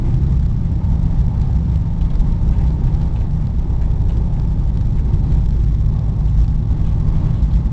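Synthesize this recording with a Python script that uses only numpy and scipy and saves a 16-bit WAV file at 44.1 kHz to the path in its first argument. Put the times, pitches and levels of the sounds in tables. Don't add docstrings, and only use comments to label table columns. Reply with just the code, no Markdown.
import sys
import numpy as np
from scipy import signal
from scipy.fft import rfft, irfft
from scipy.io import wavfile
from scipy.ndimage import uniform_filter1d

SR = 44100
rng = np.random.default_rng(int(sys.argv[2]) if len(sys.argv) > 2 else 0)


def bounce(signal):
    frames = np.transpose(np.atleast_2d(signal))
    limited = np.clip(frames, -1, 1)
    pcm = np.round(limited * 32767).astype(np.int16)
    wavfile.write(sys.argv[1], SR, pcm)


N = 340452
TIME_S = np.arange(N) / SR

# (time [s], firing rate [Hz])
FIRING_HZ = [(0.0, 64.5), (1.4, 65.2), (2.7, 62.2), (3.4, 62.4), (4.0, 58.0), (5.0, 54.2), (5.5, 54.9),
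             (6.5, 51.9), (7.1, 54.4), (7.72, 57.2)]
# (time [s], links meeting the sprocket [Hz])
LINK_HZ = [(0, 27.5), (.8, 27.5), (1.25, 26.9), (2.3, 26.8), (2.9, 26.4), (3.6, 25.2), (4.4, 24.5),
           (5.2, 24.1), (5.8, 23.85), (6.4, 25.2), (7.4, 26.7), (7.72, 26.8)]
# (time [s], pitch [Hz])
WHINE_HZ = [(0, 902), (1.2, 897), (2.6, 912), (3.3, 908), (4.2, 906), (5.3, 910), (6, 897), (7.72, 895)]

# (multiple of base rate [-], relative level [dB])
ENGINE_PARTIALS = [(1, 0), (2, -14), (3, -18)]
DRIVE_PARTIALS = [(1, 0), (1.5, -9), (2, -15)]
NEAR_TRACK_PARTIALS = [(1, 3), (5, -11), (6, 6), (8, -20), (9, -17), (10, -23), (12, -25)]
FAR_TRACK_PARTIALS = [(6, -6), (7, -.5), (8, -5), (10, -14)]

# (time [s], level [dB])
ENGINE_DB = [(0, -19), (.33, -18), (.68, -30.5), (.9, -15.5), (1.12, -34.5), (1.55, -20.5), (2.2, -30),
             (2.63, -16), (2.9, -32), (3.7, -24), (3.95, -16), (4.4, -22.5), (5.2, -21), (5.5, -17),
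             (6.15, -23.5), (6.42, -16), (6.75, -30), (7.25, -25.5), (7.55, -13.5), (7.72, -38)]
DRIVE_LINE_DB = [(0, -26), (.65, -31), (1.2, -28), (2.75, -34), (3.5, -28), (4.3, -26.5), (5.4, -28),
                 (5.95, -22.5), (6.5, -26.5), (7.72, -29)]
NEAR_TRACK_DB = [(0, -37), (.8, -32.5), (1.2, -30), (1.7, -34), (2.85, -32), (3.9, -38), (4.5, -34),
                 (5.25, -33), (6.7, -31.5), (7.3, -31), (7.72, -34)]
HEAVE_DB = [(0, -19), (.5, -22.5), (1.3, -17), (1.75, -29), (2.1, -17), (3, -18), (3.35, -19.5),
            (4.9, -18.5), (5.25, -18.5), (5.7, -20), (6.1, -27.5), (6.45, -19.5), (7.3, -18.5),
            (7.72, -32.5)]
BOOM_DB = [(0, -19), (.35, -18), (.6, -21), (1.7, -18), (2, -23.5), (2.6, -19.5), (3.3, -19.5), (4, -24),
           (4.85, -23.5), (5.15, -17.5), (5.6, -22.5), (7.3, -18.5), (7.72, -20.5)]
PANEL_DB = [(0, -31), (.55, -37.5), (.95, -37), (2, -38), (2.55, -35.5), (3.6, -38), (4.1, -34.5),
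            (4.85, -37), (5.3, -34), (5.75, -39.5), (6.6, -35.5), (7.3, -35), (7.72, -39)]
WHINE_DB = [(0, -47.5), (.55, -55), (.85, -49), (1.9, -49.5), (2.6, -46), (3.25, -48.5), (3.55, -52),
            (4, -47), (4.35, -48.5), (4.9, -53), (5.35, -49.5), (5.75, -58), (6.05, -49.5), (6.55, -53.5),
            (7.2, -48), (7.72, -53.5)]
SCRAPE_DB = [(0, -51.5), (.6, -53), (1.4, -52), (3.1, -51), (3.6, -53.5), (5.3, -53.5), (5.65, -56),
             (6.6, -54), (7.25, -49), (7.72, -54)]
SQUEAL_DB = [(5.5, -69), (5.9, -54.5), (6.6, -58), (7.2, -51.5), (7.72, -58)]

# (frequency [Hz], relative density [dB])
HEAVE_SPECTRUM = [(5, -38.5), (11, -18), (21, -9.5), (28, -3), (36, -6), (46, -14), (58, -8.5), (85, -34.5)]
BOOM_SPECTRUM = [(35, -26), (48, -2), (68, 1.5), (78, -5), (91, 2), (100, -4.5), (120, -4.5), (135, -2),
                 (158, -10), (175, -12.5), (205, -19), (250, -19.5), (400, -51.5)]
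PANEL_SPECTRUM = [(130, -18), (210, 5.5), (255, -1), (310, -1), (370, -2.5), (405, -8), (435, -13),
                  (520, -20), (800, -43.5)]
GRIND_SPECTRUM = [(300, -19), (430, 0.5), (620, 0), (700, -2.5), (790, -2), (850, 0), (910, -4.5),
                  (975, -8), (1300, -16.5), (2500, -33.5)]
SCRAPE_SPECTRUM = [(600, -13), (1000, -2), (1120, -0.5), (1240, -1), (1350, -7.5), (2000, -9),
                   (2700, -14.5), (3500, -15), (4500, -18), (8000, -30.5)]
TICK_SPECTRUM = [(100, -8.5), (1000, 8), (2000, -2), (3700, -0.5), (4700, -1), (5600, -5), (6600, -11),
                 (7600, -10), (8500, -16.5)]
FIZZ_SPECTRUM = [(300, 8), (2000, 1.5), (2700, -3.5), (3700, 0.5), (4700, -6), (5600, -1.5), (6600, -9),
                 (7500, -5.5), (8000, -11.5), (8700, -15.5)]

# (multiple of whine pitch [-], width [Hz], relative level [dB])
GEARBOX_MODES = [(.88, 42, -3), (.968, 30, -1.5), (1.003, 28, 0)]
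# (frequency [Hz], width [Hz], relative level [dB])
FITTING_MODES = [(633, 470, 11), (1684, 220, 1.5), (1970, 260, -3.5), (2610, 82, -9), (3340, 210, -5),
                 (3880, 280, -6), (5640, 3200, -13)]

# (centre time [s], length [s], pitch [Hz], level [dB])
HUM_EVENTS = [(.13, .45, 335, -41), (.2, .45, 134, -24), (.85, .7, 91, -28), (1.7, .5, 91, -28),
              (2.15, .35, 38, -20), (2.6, .8, 292, -41.5), (2.62, .55, 403, -48), (2.65, 1.0, 132, -29),
              (2.8, .9, 91, -25), (3.3, .5, 158, -27), (3.95, .6, 90, -23), (4.1, .6, 403, -48),
              (4.55, .8, 177, -30), (5.5, .8, 158, -31), (7.55, .5, 47, -19)]
# (time [s], relative level [dB])
PEAK_TICK_EVENTS = [(0.1432, -36.5), (0.398, -42), (0.43, -45), (0.463, -40), (1.146, -47), (1.215, -48),
                    (1.4166, -37), (1.759, -40), (2.1558, -39.5), (2.59, -45), (2.706, -41), (2.95, -42),
                    (3.018, -41), (3.31, -45), (3.471, -39.5), (4.171, -39), (4.399, -39), (4.774, -40.5),
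                    (4.8118, -38), (5.14, -44), (5.322, -40.5), (5.46, -40), (5.508, -41), (5.637, -44),
                    (5.648, -42), (5.9932, -38.5), (6.446, -41), (6.481, -39.5), (7.425, -44), (7.539, -40)]
# (time [s], relative level [dB], decay time [s], clink centre [Hz])
RATTLE_EVENTS = [(0.041, -47.5, 0.11, 1900), (0.631, -49, 0.016, 2200), (1.405, -55, 0.057, 3900),
                 (2.008, -42, 0.02, 3000), (2.1, -44.5, 0.014, 3120), (2.525, -43.5, 0.045, 2250),
                 (2.581, -45.5, 0.073, 1960), (2.663, -48, 0.028, 3520), (2.868, -45.5, 0.028, 2360),
                 (3.008, -49, 0.024, 3700), (3.159, -39.5, 0.017, 2700), (3.209, -35.5, 0.01, 2230),
                 (3.812, -44.5, 0.035, 2000), (4.09, -42.5, 0.033, 2820), (4.122, -49, 0.017, 2400),
                 (4.14, -48, .025, 1900), (4.363, -45.5, 0.028, 1750), (4.973, -46.5, 0.04, 2200),
                 (5.227, -55, 0.2, 3700), (6.276, -43.5, 0.019, 2870), (6.837, -46.5, 0.077, 2880),
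                 (7.151, -48, 0.032, 3000), (7.257, -46, 0.045, 2480), (7.329, -51, 0.099, 3450),
                 (7.503, -50, 0.044, 3600)]


def engine():
    return drone(curve(FIRING_HZ), curve(ENGINE_DB), ENGINE_PARTIALS, shake=.11, waver=.004)


def drive_line(cycles_per_link=4.36):
    drive_hz = cycles_per_link * curve(LINK_HZ)
    return drone(drive_hz, curve(DRIVE_LINE_DB), DRIVE_PARTIALS, shake=.15, waver=.002)


def tracks(far_ratio=1.01, cruise_hz=26, far_cruise_db=-38, far_db_per_hz=1.1):
    link_hz = curve(LINK_HZ)
    far_db = far_cruise_db + far_db_per_hz * (link_hz - cruise_hz)
    near = drone(link_hz, curve(NEAR_TRACK_DB), NEAR_TRACK_PARTIALS, shake=.06, waver=.001)
    far = drone(far_ratio * link_hz, far_db, FAR_TRACK_PARTIALS, shake=.15, waver=.002)
    return near + far


def hull(sway_db=1, sway_hz=5):
    heave_gain = amp(curve(HEAVE_DB)) * flutter(sway_db, sway_hz)
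    heave = heave_gain * steady(noise(HEAVE_SPECTRUM), window_samples=5000)
    boom = amp(curve(BOOM_DB)) * steady(noise(BOOM_SPECTRUM))
    return heave + boom


def hums():
    out = np.zeros(N)
    for centre_s, length_s, hz, db in HUM_EVENTS:
        swell = np.cos(np.pi * np.clip((TIME_S - centre_s) / length_s, -.5, .5))
        out += swell * drone(hz, db, [(1, 0)], shake=.44, waver=.0054)
    return out


def panel_shudder():
    gain = amp(curve(PANEL_DB)) * flutter(depth_db=1)
    return gain * steady(noise(PANEL_SPECTRUM)) * throb(curve(LINK_HZ), depth=.15)


def gear_grind(mean_db=-45, load_share=.57):
    load_db = curve(WHINE_DB)
    gain = amp(mean_db + load_share * (load_db - load_db.mean())) * flutter(depth_db=.6)
    return gain * steady(noise(GRIND_SPECTRUM)) * throb(curve(FIRING_HZ), depth=.3)


def gear_whine(base_hz=915):
    gain = amp(curve(WHINE_DB)) * flutter(depth_db=-1.2)
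    modes = [(ratio * base_hz, width_hz, db) for ratio, width_hz, db in GEARBOX_MODES]
    bands = ring(rng.standard_normal(N), modes)
    position_samples = np.cumsum(curve(WHINE_HZ) / base_hz)
    return gain * steady(np.interp(position_samples, np.arange(N), bands, period=N))


def link_scrape():
    return amp(curve(SCRAPE_DB)) * unit(noise(SCRAPE_SPECTRUM) * flutter(depth_db=1.16, rate_hz=62))


def link_squeal(pitch_hz=1094, width_hz=110):
    return amp(curve(SQUEAL_DB)) * ring(rng.standard_normal(N), [(pitch_hz, width_hz, 0)])


def peak_ticks(tick_s=.0026, tick_gain_db=-12, grit_gain_db=-3, swing_s=.0039, swing_gain_db=28.5):
    out, t_s = np.zeros(N), np.arange(-600, 600) / SR
    swing = amp(swing_gain_db) * (1 - 2 * (t_s / swing_s) ** 2) * np.exp(-(t_s / swing_s) ** 2)
    burst = np.exp(-(t_s / tick_s) ** 2)
    click = unit(1. * (t_s == 0))
    for time_s, db in PEAK_TICK_EVENTS:
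        grit = amp(grit_gain_db) * unit(burst * rng.standard_normal(len(t_s)))
        tick = amp(tick_gain_db) * colour(click + grit, TICK_SPECTRUM)
        add(out, time_s + t_s[0], amp(db) * (tick + swing))
    return out


def rattles(impacts_per_s=2500, clink_gain_db=-4, clink_width_hz=1300):
    out, t_s = np.zeros(N), np.arange(SR // 4) / SR
    for time_s, db, decay_s, clink_hz in RATTLE_EVENTS:
        age = t_s / decay_s
        envelope = amp(db) * (1 - np.exp(-age / .08)) * np.exp(-age ** 2)
        impacts = rng.standard_normal(len(t_s)) * (rng.random(len(t_s)) < impacts_per_s / SR)
        clatter = ring(impacts, FITTING_MODES)
        clink = amp(clink_gain_db) * ring(impacts, [(clink_hz, clink_width_hz, 0)])
        add(out, time_s, envelope * (clatter + clink))
    return out


def drone(hz, level_db, partials, shake, waver):
    cycles = np.cumsum(hz * (1 + waver * wander(6.65))) / SR
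    tone = sum(amp(db) * (1 + shake * wander(23)) * np.sin(2 * np.pi * (order * cycles + rng.random()))
               for order, db in partials)
    return np.sqrt(2) * amp(level_db) * tone


def throb(rate_hz, depth):
    cycles = np.cumsum(rate_hz) / SR + rng.random()
    return unit(1 + depth * np.sin(2 * np.pi * cycles))


def flutter(depth_db, rate_hz=9):
    return amp(depth_db * wander(rate_hz))


def wander(rate_hz):
    f_hz = np.fft.rfftfreq(N, 1 / SR)
    return unit(irfft(rfft(rng.standard_normal(N)) * np.exp(-(f_hz / rate_hz) ** 2), N))


def ring(x, modes):
    f_hz = np.fft.rfftfreq(len(x), 1 / SR)
    gain = sum(amp(db) / (1 + 1j * (f_hz - hz) / (.75 * width_hz)) ** 2 for hz, width_hz, db in modes)
    return unit(irfft(rfft(x) * gain, len(x)))


def colour(x, spectrum):
    hz, db = np.transpose(spectrum)
    f_hz = np.fft.rfftfreq(len(x), 1 / SR)
    gain = amp(np.interp(np.log(f_hz + 1), np.log(hz), db, right=-100))
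    return unit(irfft(rfft(x) * gain, len(x)))


def noise(spectrum):
    return colour(rng.standard_normal(N), spectrum)


def steady(x, window_samples=4000):
    power = uniform_filter1d(uniform_filter1d(x ** 2, window_samples), window_samples)
    return x / np.sqrt(np.abs(power) + 1e-9)


def curve(points):
    return np.interp(TIME_S, *np.transpose(points))


def add(mix, start_s, sound):
    part = mix[max(round(start_s * SR), 0):][:len(sound)]
    part += sound[:len(part)]


def amp(db):
    return 10 ** (np.asarray(db) / 20)


def unit(x):
    return x / np.sqrt(np.mean(x ** 2) + 1e-20)


def scene():
    machinery = engine() + drive_line() + tracks()
    running_gear = panel_shudder() + gear_grind() + gear_whine() + link_scrape() + link_squeal()
    jolts = flutter(depth_db=.87)
    return (machinery + jolts * running_gear + hull() + hums() + rattles() + peak_ticks())[None]


def record(dry, ceiling=.68, fizz_gain_db=-38, fizz_floor=.035, cutoff_hz=8450):
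    rounded = dry / (1 + (dry / ceiling) ** 8) ** (1 / 8)
    fizz = amp(fizz_gain_db) * np.hypot(rounded, fizz_floor) * noise(FIZZ_SPECTRUM)
    lowpass = signal.firwin(401, cutoff_hz, window=("kaiser", 9), fs=SR)
    return signal.oaconvolve(rounded + fizz, lowpass[None], "same")


dry = scene()
out = record(dry)
bounce(out)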